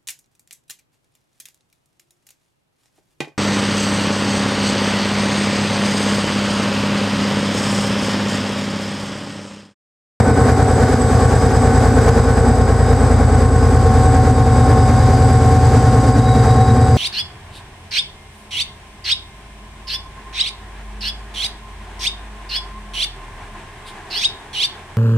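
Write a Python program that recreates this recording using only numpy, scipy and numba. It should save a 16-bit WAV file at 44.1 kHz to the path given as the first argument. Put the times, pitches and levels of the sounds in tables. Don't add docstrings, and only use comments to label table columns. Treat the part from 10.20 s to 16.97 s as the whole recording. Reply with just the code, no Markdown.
import sys
import numpy as np
from scipy.fft import rfft, irfft, next_fast_len
from scipy.io import wavfile
from scipy.ndimage import uniform_filter1d, map_coordinates
from numba import njit

SR = 44100
rng = np.random.default_rng(int(sys.argv[2]) if len(sys.argv) > 2 else 0)


def wav_record(signal):
    frames = np.transpose(np.atleast_2d(signal))
    bounded = np.clip(frames, -1, 1)
    quanta = np.round(bounded * 32767).astype(np.int16)
    wavfile.write(sys.argv[1], SR, quanta)


N = 298557
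T = np.arange(N) / SR

TURNS = 9.535
BEAT_S = 0.01044
# [multiple of turn rate, first level/dB, last level/dB, first lead on the beat/ms, last lead/ms]
EXHAUST = [(4, -50, -59, 25, 0), (5, -33, -45, 0, -0.5), (6, -19, -21.5, 3, -1.5), (7, -29.5, -27, 4, 6.5),
           (8, -26.5, -23, -0.5, -3.3), (9, -18.5, -15, 0.5, -1.5), (10, -38, -35, -1, 4),
           (11, -31.5, -16.5, 2.5, 3), (12, -21, -19.5, -0.16, 3), (13, -23, -15.5, -1, 0.42),
           (14, -26.5, -29.5, -0.9, 0.66), (15, -34, -33.5, 1, 3.5), (16, -52, -32.5, -0.5, -0.5),
           (18, -30.5, -37.5, -0.34, 4.5)]
BOOM_ORDERS = (6, 9)
# [t/s, level added to the first such order/dB, to the second/dB]
BOOM = [(0, -8, 0), (1.8, 0.5, 0.1), (3, 4, 3.4), (3.7, 2.5, 2.5), (4.7, 1, -2.5), (5.4, -2.5, 1.5),
        (6, 1.5, -14), (6.77, -7, 0.5)]
# [t/s, bass roar level/dB, upper roar level/dB, level of the hiss of fans and air/dB]
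NOISE_LEVELS = [(0, -19.5, -20, -36.5), (.75, -20.5, -21, -33.5), (1.5, -21, -22, -35),
                (2.25, -22, -21, -35.5), (3, -22, -23.5, -37.5), (3.75, -21, -23, -35.5),
                (4.5, -21.5, -24, -36.5), (5.25, -22, -22.5, -34), (6, -19, -25.5, -36.5),
                (6.77, -20.5, -24.5, -36.5)]
# [f/Hz, relative level per Hz/dB]
ROAR_SPECTRUM = [(28, -31), (60, -25), (120, -3.5), (180, -16), (240, 1), (290, -6.5), (330, -18.5),
                 (385, -7.5), (460, -4), (600, -14.5), (800, -8), (950, -17.5), (1500, -19.5), (2400, -32),
                 (3300, -63)]
DIVIDE_HZ = 330
# [f/Hz, relative level per Hz/dB]
HISS_SPECTRUM = [(880, -64), (1500, -5.5), (1690, -5), (2200, -13), (2910, -12.5), (4220, -12),
                 (4890, -8.5), (5340, -11.5), (7230, -11.5), (8050, -10), (8700, -17.5), (11000, -22),
                 (15500, -36.5)]
# [f/Hz, likeness 0-1]
ALIKE = [(60, 0.97), (150, 1), (300, 1), (600, 0.98), (1000, 0.86), (2400, 0.88), (5000, 0.64),
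         (8000, 0.62), (15000, 0.15)]
# [multiple of turn rate, level/dB]
KNOCK = [(21, -35.5), (24, -29), (25, -28), (26, -31), (28, -33), (30, -36), (40, -35.5), (48, -27),
         (49, -33.5), (50, -37.5), (54, -37), (58, -35), (60, -42)]
# [first/dB, last/dB]
CLATTER_CHANGE = (0.45, -1.3)
GEAR_HZ = (753, 1077.2, 1127.6)
# [first level/dB, last level/dB, added on the left and taken on the right/dB]
GEARS = [(-28.5, -20.5, 0), (-35.5, -30.5, 1.3), (-36, -46.5, 2)]
# [first/dB, last/dB]
GEAR_SWAY = (3.5, 1)
# [f/Hz, width/Hz, first level/dB, last level/dB]
ROUGH_GEAR = (1507, 24, -35, -41.5)
WHISTLE_HZ = (3763, 4810, 4973)
# [noise width/Hz, first level/dB, last level/dB]
WHISTLES = [(84, -52, -52.5), (46, -54, -46), (31.481, -47, -51)]
WHISTLE_SWAY_DB = 1.5
TURBO_HZ, TURBO_WIDTH_HZ = 7965, 225
# [first level/dB, last level/dB]
TURBO = (-37.5, -41)
# [t/s, rms level at the top/dB]
CHIRPS = [(.2039, -34), (.5142, -29), (.7322, -41), (.8165, -25), (1.4167, -34), (2.2862, -34),
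          (2.808, -32), (5.0, -31), (5.1297, -29), (5.9244, -32)]
SQUEAK_HZ = 3867
# [start t/s, length/s, level/dB]
SQUEAK = [(5.986, .018, -41), (6.03, .02, -44), (6.057, 0.047, -38), (6.11, 0.023, -37),
          (6.142, 0.019, -40), (6.18, 0.02, -41), (6.228, .012, -42), (6.274, 0.028, -49),
          (6.304, .03, -40.5), (6.362, 0.026, -46), (6.402, .028, -40.5), (6.436, 0.02, -43),
          (6.472, .018, -43), (6.497, 0.016, -41), (6.62, .03, -47), (6.668, .014, -44)]
# [t/s, level/dB]
RUB = (5.95, -52.5)
# [f/Hz, level/dB, width/Hz]
FAINT = [(1888, -50, 4.4), (2156, -53.5, 7.4), (2204, -52.5, 7.9)]
# [t/s, share 0-1]
CREEP = [(0, 0.05), (3, 0.21), (4.3, 0.85), (6.77, 0.98)]
# [f/Hz, left minus right level/dB]
LEAN = [(60, .65), (150, .5), (300, -.1), (500, .3), (1000, .9), (2000, 0), (4000, -3.2), (8000, -4.3),
        (12000, -1)]
TOP_HZ = 15640


def exhaust(crank):
    boom_db = dict(zip(BOOM_ORDERS, curves(BOOM)))
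    out = np.zeros((2, N))
    for order, first_db, last_db, first_ms, last_ms in EXHAUST:
        order = round(order)
        apart_ms = 0.13 * rng.normal() * np.array([[1], [-1]])
        lead = 2 * np.pi * TURNS * (creeping(first_ms, last_ms) + apart_ms) / 1000
        level_db = creeping(first_db, last_db) + boom_db.get(order, 0) + .05 * order * wobble(5)
        phase = order * (crank + lead + .01 * wobble(4))
        out += amp(level_db) * np.sqrt(2) * np.cos(phase)
    return out


def roar_and_hiss(crank):
    bass_db, upper_db, hiss_db = curves(NOISE_LEVELS)
    swell = np.cos(crank + 2.0)
    ragged = wobble(45)
    surge_db = .9 * wobble(8)
    bass = amp(bass_db) * rush(lambda hz: amp(along(ROAR_SPECTRUM, hz)) * (hz < DIVIDE_HZ))
    upper = amp(upper_db) * rush(lambda hz: amp(along(ROAR_SPECTRUM, hz)) * (hz >= DIVIDE_HZ))
    body = amp(0.94 * swell + 1.6 * ragged + surge_db) * (bass + upper)
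    hiss_level = amp(hiss_db + 1.1 * ragged + 0.48 * surge_db)
    return body + hiss_level * rush(lambda hz: amp(along(HISS_SPECTRUM, hz)))


def clatter(crank, size=4096, count=5):
    order = np.arange(size // 2 + 1)
    level = amp(along(ROAR_SPECTRUM, order * TURNS)) * (order > 16) * (order < 260)
    level *= amp(-22.0) / np.linalg.norm(level)
    for knock_order, db in KNOCK:
        level[round(knock_order)] = amp(db)
    alike = np.clip(along(ALIKE, order * TURNS), 0, 1)
    spread = np.where(order < 32, .8, 1)
    common = spread * rng.uniform(-np.pi, np.pi, (count, 1, len(order)))
    apart = np.sqrt(1 - alike) * rng.standard_normal((count, 2, len(order)))
    patterns = irfft(level * np.exp(1j * (common + apart)), size) * size / np.sqrt(2)
    place = (crank + 0.017 * wobble(4)) / (2 * np.pi) % 1 * size
    share = amp(5.1 * np.array([wobble(2.56) for _ in patterns]))
    share /= np.sqrt(np.sum(share ** 2, axis=0))

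    def play(pattern):
        return np.array([np.interp(place, np.arange(size), side, period=size) for side in pattern])

    mixed = sum(s * play(pattern) for s, pattern in zip(share, patterns))
    return amp(creeping(*CLATTER_CHANGE)) * mixed


def gear_whine():
    out = np.zeros((2, N))
    for hz, (first_db, last_db, pan_db) in zip(GEAR_HZ, GEARS):
        flutter_db = 1.8 * wobble(45) + creeping(*GEAR_SWAY) * wobble(4)
        level = amp(creeping(first_db, last_db) + flutter_db)
        out += level * tone(hz, rough=0.65) * amp([[pan_db], [-pan_db]])
    hz, width, first_db, last_db = ROUGH_GEAR
    return out + amp(creeping(first_db, last_db)) * rush(narrow(hz, width))


def turbocharger():
    steady = amp(creeping(*TURBO) + 1.65 * wobble(30)) * rush(narrow(TURBO_HZ, TURBO_WIDTH_HZ))
    burst = sum(amp(db) * np.exp(-np.abs(T - start - .003) / 0.0051) for start, db in CHIRPS)
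    return steady + burst * tone(TURBO_HZ, rough=2.6) * amp([[-1.5], [1.5]])


def thin_whistles():
    out = np.zeros((2, N))
    for hz, (width, first_db, last_db) in zip(WHISTLE_HZ, WHISTLES):
        level = amp(creeping(first_db, last_db) + WHISTLE_SWAY_DB * wobble(3.08))
        out += level * unit(0.68 * tone(hz, rough=1.2) + rush(narrow(hz, width)))
    return out


def brake_squeak():
    envelope = np.zeros(N)
    for start, length, db in SQUEAK:
        inside = np.minimum(T - start, start + length - T)
        envelope += amp(db) * np.clip(inside / 0.0071 + 0.4, 0, 1)
    rub_s, rub_db = RUB
    envelope += amp(rub_db) * (T > rub_s)
    return envelope * amp(1.3 * wobble(73)) * tone(SQUEAK_HZ, rough=1.5)


def faint_lines():
    return sum(amp(db) * rush(narrow(hz, width)) for hz, db, width in FAINT)


def amp(db):
    return 10 ** (np.asarray(db) / 20)


def unit(x):
    return x / np.sqrt(np.mean(x ** 2) + 1e-20)


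def along(points, hz):
    f, v = np.transpose(points)
    return np.interp(np.log(hz + 1), np.log(f + 1), v)


def curves(rows):
    s, *columns = np.transpose(rows)
    return [np.interp(T, s, column) for column in columns]


def creeping(first, last):
    return first + (last - first) * curves(CREEP)[0]


def wobble(rate):
    knots = rng.standard_normal(int(N * rate / SR) + 4)
    return map_coordinates(knots, [T * rate], order=1)


def filtered(x, response):
    m = next_fast_len(N + 8192)
    return irfft(rfft(x, m) * response(np.fft.rfftfreq(m, 1 / SR)), m)[..., :N]


def rush(gain):
    def mid_side_gain(hz):
        angle = np.arccos(np.clip(along(ALIKE, hz), 0, 1)) / 2
        return gain(hz) * [np.cos(angle), np.sin(angle)]

    mid, side = filtered(rng.standard_normal((2, N)), mid_side_gain)
    return unit(np.array([mid + side, mid - side]))


def narrow(centre_hz, width_hz):
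    return lambda hz: 1 / (1 + (2 * (hz - centre_hz) / width_hz) ** 2)


def tone(hz, rough):
    return np.sqrt(2) * np.sin(2 * np.pi * hz * T + rough * wobble(8.6))


def scene():
    crank = 2 * np.pi * TURNS * (T - BEAT_S)
    engine = exhaust(crank) + roar_and_hiss(crank) + clatter(crank)
    return engine + gear_whine() + turbocharger() + thin_whistles() + brake_squeak() + faint_lines()


@njit
def duck(peak, top, rise, fall):
    gain, g = np.empty_like(peak), 1.
    for i in range(len(peak)):
        g = g * fall if peak[i] * g > top else min(1., g * rise)
        gain[i] = g
    return gain


def record(dry):
    x = amp(5) * filtered(dry, lambda hz: amp(np.outer([.5, -.5], along(LEAN, hz))))
    recover_db, fall_db = 34, -5000
    gain = duck(np.abs(x).max(axis=0), 0.85, amp(recover_db / SR), amp(fall_db / SR))
    x = x * uniform_filter1d(gain, size=31)
    x = x / (1 + np.abs(x) ** 10) ** .1
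    return filtered(x, lambda hz: hz < TOP_HZ)


dry = scene()
out = record(dry)
wav_record(out)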